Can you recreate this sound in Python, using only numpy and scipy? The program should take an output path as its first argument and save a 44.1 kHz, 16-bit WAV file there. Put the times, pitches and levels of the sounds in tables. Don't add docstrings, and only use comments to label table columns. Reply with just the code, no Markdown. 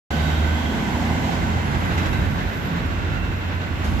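import sys
import numpy as np
from scipy import signal
from scipy.fft import rfft, irfft
from scipy.io import wavfile
from scipy.ndimage import uniform_filter1d, map_coordinates

SR = 44100
rng = np.random.default_rng(int(sys.argv[2]) if len(sys.argv) > 2 else 0)


def inscribe(sig):
    pcm = np.round(np.clip(np.atleast_2d(sig).T, -1, 1) * 32767)
    wavfile.write(sys.argv[1], SR, pcm.astype(np.int16))


N = 176400
MIC_SPACING_S = 0.00052


def tram_wheels(bearing=0.76, rattle_db=1.0):
    # freq_hz, gain_db
    rolling_spectrum = [(25, -30), (70, -0.5), (170, 5.5), (290, 2.5), (480, -2.5), (950, -3.5), (1250, -5),
                        (1600, -1.5), (2100, -7.5), (2800, -12.5), (3800, -13.5), (4600, -22), (7600, -29),
                        (8500, -43), (12000, -64), (15500, -50)]
    # time_s, level_db
    rolling_level = [(.1, -30), (1.3, -31), (1.7, -28), (2.05, -27), (2.6, -30), (3.15, -29.5), (3.5, -31),
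                     (4, -31.5)]
    # pitch_hz, width_hz, start_db, slope_db_per_s
    wheel_modes = [(1525, 43, -37.5, -4), (2050, 45, -41, -2.5), (2660, 210, -50.5, 1.1),
                   (3110, 140, -46.5, -4.5)]
    rolling = outdoors(colour(rolling_spectrum), bearing, echo_db=5.5)
    rolling *= undb(curve(rolling_level) + rattle_db * walk(35.25))
    ring = 0
    for hz, width, db, slope in wheel_modes:
        mode = outdoors(resonance(hz, width), bearing, echo_db=16.0)
        ring += mode * undb(db + slope * clock() + 0.66 * walk(12))
    return rolling + lean_right(ring, db=6)


def joint_knocks():
    # start_s, thud_db, clank_db, ring_db
    hits = [(1.972, -23, -27, -34), (2.055, -24, -29, -37), (2.125, -23.5, -32, -29), (2.21, -26, -46, -50),
            (2.255, -26, -46, -50)]
    # freq_hz, gain_db
    thud_spectrum = [(25, -40), (50, -16), (110, 0), (180, -6), (350, -18), (1000, -19), (2500, -71)]
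    # freq_hz, gain_db
    clank_spectrum = [(200, -26), (700, 4.5), (2700, 0.5), (4000, -8), (7500, -12), (9000, -29),
                      (15000, -27)]
    # pitch_hz, gain_db
    steel_modes = [(1550, 1), (2040, 2), (2680, 2), (3830, -7), (4010, -10)]
    attack_s, knock_decay_s, ring_decay_s = 0.0066, 0.027, 0.045
    steel = sum(undb(db) * resonance(hz, width_hz=35) for hz, db in steel_modes)
    thud = outdoors(colour(thud_spectrum), bearing=0.56, echo_db=-8)
    clank = diffuse(colour(clank_spectrum))
    ring = diffuse(steel)
    out = 0
    for start, thud_db, clank_db, ring_db in hits:
        out += (thud * undb(thud_db) + clank * undb(clank_db)) * strike(start, attack_s, knock_decay_s)
        out += ring * undb(ring_db) * strike(start, attack_s, ring_decay_s)
    return out


def flange_squeals(edge_s=.08, scrape_depth=.8, stutter_db=2):
    # time_s, level_db
    rub_level = [(.1, -60), (1.5, -64), (2.05, -54.5), (3.0, -61.5), (4, -62)]
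    # start_s, length_s, pitch_hz, glide_hz, level_db, wander_hz
    squeals = [(.22, .32, 15100, -200, -60, 400), (1.6, .34, 11130, 200, -59, 40),
               (1.86, .4, 11130, 250, -57.5, 40), (2.26, .68, 11830, -70, -62, 45),
               (2.5, .23, 11810, -20, -54, 50), (3.06, 1.2, 11790, 0, -62.5, 35)]
    out = diffuse(resonance(hz=11740, width_hz=510)) * undb(curve(rub_level))
    for start, length, hz, glide, db, wander in squeals:
        age = clock() - start
        gate = np.clip(np.minimum(age, length - age) / min(edge_s, length / 2), 0, 1)
        pitch = hz + glide * np.clip(age / length, 0, 1) + wander * walk(200)
        squeal = np.array([tone(pitch) * (0.67 + scrape_depth * walk(350)) for _ in range(2)])
        out += squeal * gate * undb(db + stutter_db * walk(30.2))
    return out


def curve_strain(bearing=0.55, echo_db=8):
    # peak_s, spread_s, pitch_hz, width_hz, level_db
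    modes = [(.2, .12, 156, 6, -30), (.22, .16, 4600, 70, -51), (.3, .13, 3780, 70, -42),
             (.62, .18, 3240, 180, -42), (1.335, .018, 3600, 1600, -40), (2.72, .12, 177, 6, -31)]
    return sum(outdoors(resonance(hz, width), bearing, echo_db) * undb(db) * swell(peak, spread)
               for peak, spread, hz, width, db in modes)


def drive_whine(waver_hz=2.43, fading_db=5.0):
    # pitch_hz, level_db, load_change_db
    partials = [(1130, -53, 0), (1362.6, -53, -3), (1399, -54, 6.5), (1437.6, -58, 5), (1514.4, -51.5, 4),
                (2632, -61, 7), (2708, -62, 7)]
    load = swell(peak_s=3.3, spread_s=.3)
    out = 0
    for hz, db, load_change in partials:
        partial = place(tone(hz + waver_hz * walk(15)), bearing=0.31)
        fading = fading_db * np.array([walk(5.5), walk(5.83)])
        out += partial * undb(db + load_change * load + fading)
    return out


def car_engines(jitter=0.0039, flutter_db=2):
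    # time_s, firing_hz
    revs = [(.1, 75.7), (.45, 78.02), (1.1, 82.4), (2.9, 89.5)]
    # time_s, boom_db, overtones_db
    levels = [(.1, -27, -29.5), (.35, -21, -33), (.52, -21, -38), (.75, -34, -31.5), (1.12, -25.5, -29.5),
              (1.3, -34, -29.5), (1.5, -28.5, -39.5), (2.1, -31, -44.5), (2.8, -36, -40), (3.1, -29, -63)]
    # firing_multiple, gain_db
    harmonics = [(2, -2.5), (3, -3.5)]
    # time_s, pitch_hz, level_db
    drone_path = [(.1, 209, -36.5), (.5, 216, -34.5), (1.3, 215.6, -32.5), (1.7, 214, -34.5),
                  (2.1, 209, -66)]
    firing_hz = curve(revs) * (1 + jitter * walk(13.55))
    boom = tone(firing_hz) * undb(curve(levels) + 0.13 * walk(14.0))
    overtones = sum(tone(k * firing_hz) * undb(db + flutter_db * walk(11.2)) for k, db in harmonics)
    overtones *= undb(curve(levels, column=2))
    drone = tone(curve(drone_path) * (1 + 0.0081 * walk(22)))
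    drone *= undb(curve(drone_path, column=2) + flutter_db * walk(11.0))
    left_to_right = np.tanh(0.73 * (clock() - .5))
    return place(boom + overtones + drone, left_to_right)


def car_passes(grain_db=1.2, right_offset_m=2.7):
    # time_s, speed_m_per_s, distance_m, tyre_db, body_db
    cars = [(1.24, 7.3, 4.05, -30.5, -31), (2.0, 7.2, 2.73, -38.5, -27)]
    # freq_hz, gain_db
    tyre_spectrum = [(25, -26), (120, -3), (260, -0.5), (480, -12.5), (700, -6), (980, -1.5), (1300, -18.5),
                     (2000, -12.5), (3500, -28.5), (7500, -28.5), (8600, -43.5), (15000, -54)]
    # freq_hz, gain_db
    body_spectrum = [(30, -33), (80, -5.5), (130, -1.5), (180, -4.5), (300, -25.5), (900, -55.5)]
    out = 0
    for closest_s, speed, distance, tyre_db, body_db in cars:
        along = speed * (clock() - closest_s)
        across = along + right_offset_m
        bearing = across / np.hypot(across, distance)
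        roar = outdoors(colour(tyre_spectrum), bearing, echo_db=-0.5)
        roar *= undb(tyre_db + grain_db * walk(70))
        body = outdoors(colour(body_spectrum), bearing, echo_db=-3.0) * undb(body_db)
        out += (roar + body) * distance / np.hypot(along, distance)
    return out


def tyre_slaps(bearing=0.74, attack_s=.001):
    # start_s, pitch_hz, decay_s, level_db
    slaps = [(1.293, 800, .005, -16), (2.357, 1010, .012, -27)]
    tocks = sum(tone(np.full(N, hz)) * undb(db) * strike(start, attack_s, decay)
                for start, hz, decay, db in slaps)
    return place(tocks, bearing)


def hiss_spurt(level_db=-33.5):
    # freq_hz, gain_db
    spectrum = [(300, -20), (800, 20), (3000, 8), (7500, 2), (8600, -13), (11500, 2), (13000, -14)]
    return diffuse(colour(spectrum)) * undb(level_db) * strike(3.835, attack_s=.012, decay_s=.08)


def low_rumble(throb_db=1.15):
    # freq_hz, gain_db
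    spectrum = [(20, -38), (32, -29), (48, 1), (60, 1.5), (74, 2.5), (92, -1.5), (125, -7.5), (190, -9),
                (320, -15), (700, -61)]
    # time_s, level_db
    level = [(.1, -32), (1.45, -28.5), (2.0, -28.5), (2.14, -23), (2.29, -22.5), (2.45, -28), (2.8, -29.5),
             (2.9, -25), (3.25, -25), (3.42, -30.5), (3.78, -29), (3.89, -21.5), (4, -24)]
    rumble = outdoors(colour(spectrum), bearing=0.76, echo_db=4.5)
    return rumble * undb(curve(level) + throb_db * walk(24.99))


def street_wash():
    # freq_hz, gain_db
    spectrum = [(25, -28), (100, -23), (250, 5.5), (480, -7), (750, -0.5), (1250, -12), (2000, -14.5),
                (3300, -13.5), (5000, -23), (7600, -24), (8500, -37.5), (12000, -29.5), (15500, -35.5)]
    # time_s, level_db
    level = [(.1, -28.5), (.6, -31), (1.3, -30.5), (2.1, -41.5), (2.5, -43.5), (3.55, -47), (3.8, -38),
             (4, -35.5)]
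    return outdoors(colour(spectrum), bearing=0.086, echo_db=7.5) * undb(curve(level) + .5 * walk(20))


def undb(db):
    return 10 ** (np.asarray(db) / 20)


def clock():
    return np.arange(N) / SR


def curve(table, column=1):
    rows = np.array(table)
    return np.interp(clock(), rows[:, 0], rows[:, column])


def strike(start_s, attack_s, decay_s):
    age = np.maximum(clock() - start_s, 0)
    return np.minimum(age / attack_s, 1) * np.exp(-age / decay_s)


def swell(peak_s, spread_s):
    return np.exp(-.5 * ((clock() - peak_s) / spread_s) ** 2)


def walk(rate_hz):
    hold = max(int(SR / rate_hz), 2)
    steps = np.repeat(rng.standard_normal(N // hold + 2), hold)
    return 1.3 * uniform_filter1d(uniform_filter1d(steps, hold), hold)[:N]


def colour(points):
    hz, db = np.array(points).T
    return undb(np.interp(np.log(np.fft.rfftfreq(N, 1 / SR) + 1), np.log(hz), db))


def resonance(hz, width_hz):
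    return 1 / (1 + ((np.fft.rfftfreq(N, 1 / SR) - hz) / width_hz) ** 2)


def tone(hz):
    return np.sqrt(2) * np.sin(2 * np.pi * (np.cumsum(hz) / SR + rng.random()))


def noise(gain):
    x = irfft(rfft(rng.standard_normal(N)) * gain, N)
    return x / x.std()


def diffuse(gain, bass_likeness=.72):
    likeness = bass_likeness * np.sinc(2 * np.fft.rfftfreq(N, 1 / SR) * MIC_SPACING_S)
    mid, side = rfft(rng.standard_normal((2, N))) * gain * np.sqrt([1 + likeness, 1 - likeness])
    x = irfft(np.array([mid + side, mid - side]), N)
    return x / x.std()


def place(x, bearing):
    lag = bearing * MIC_SPACING_S * SR / 2
    return np.array([map_coordinates(x, [np.arange(N) + shift], order=3, mode="mirror")
                     for shift in (-lag, lag)])


def lean_right(stereo, db):
    return stereo * undb(np.array([[-db], [db]]) / 2)


def outdoors(gain, bearing, echo_db):
    echo = undb(echo_db)
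    return (place(noise(gain), bearing) + echo * diffuse(gain)) / np.hypot(1, echo)


def scene():
    mix = car_engines() + car_passes() + street_wash()
    mix += tram_wheels() + low_rumble() + drive_whine() + flange_squeals()
    mix += joint_knocks() + hiss_spurt() + curve_strain() + tyre_slaps()
    return lean_right(mix, db=2.5)


def record(dry, start_s=.104, fade_s=.003, top_hz=15500):
    gate = np.clip((clock() - start_s) / fade_s, 0, 1)
    lowpass = signal.ellip(10, .2, 80, top_hz, fs=SR, output="sos")
    return signal.sosfilt(lowpass, dry * gate)


dry = scene()
out = record(dry)
inscribe(out)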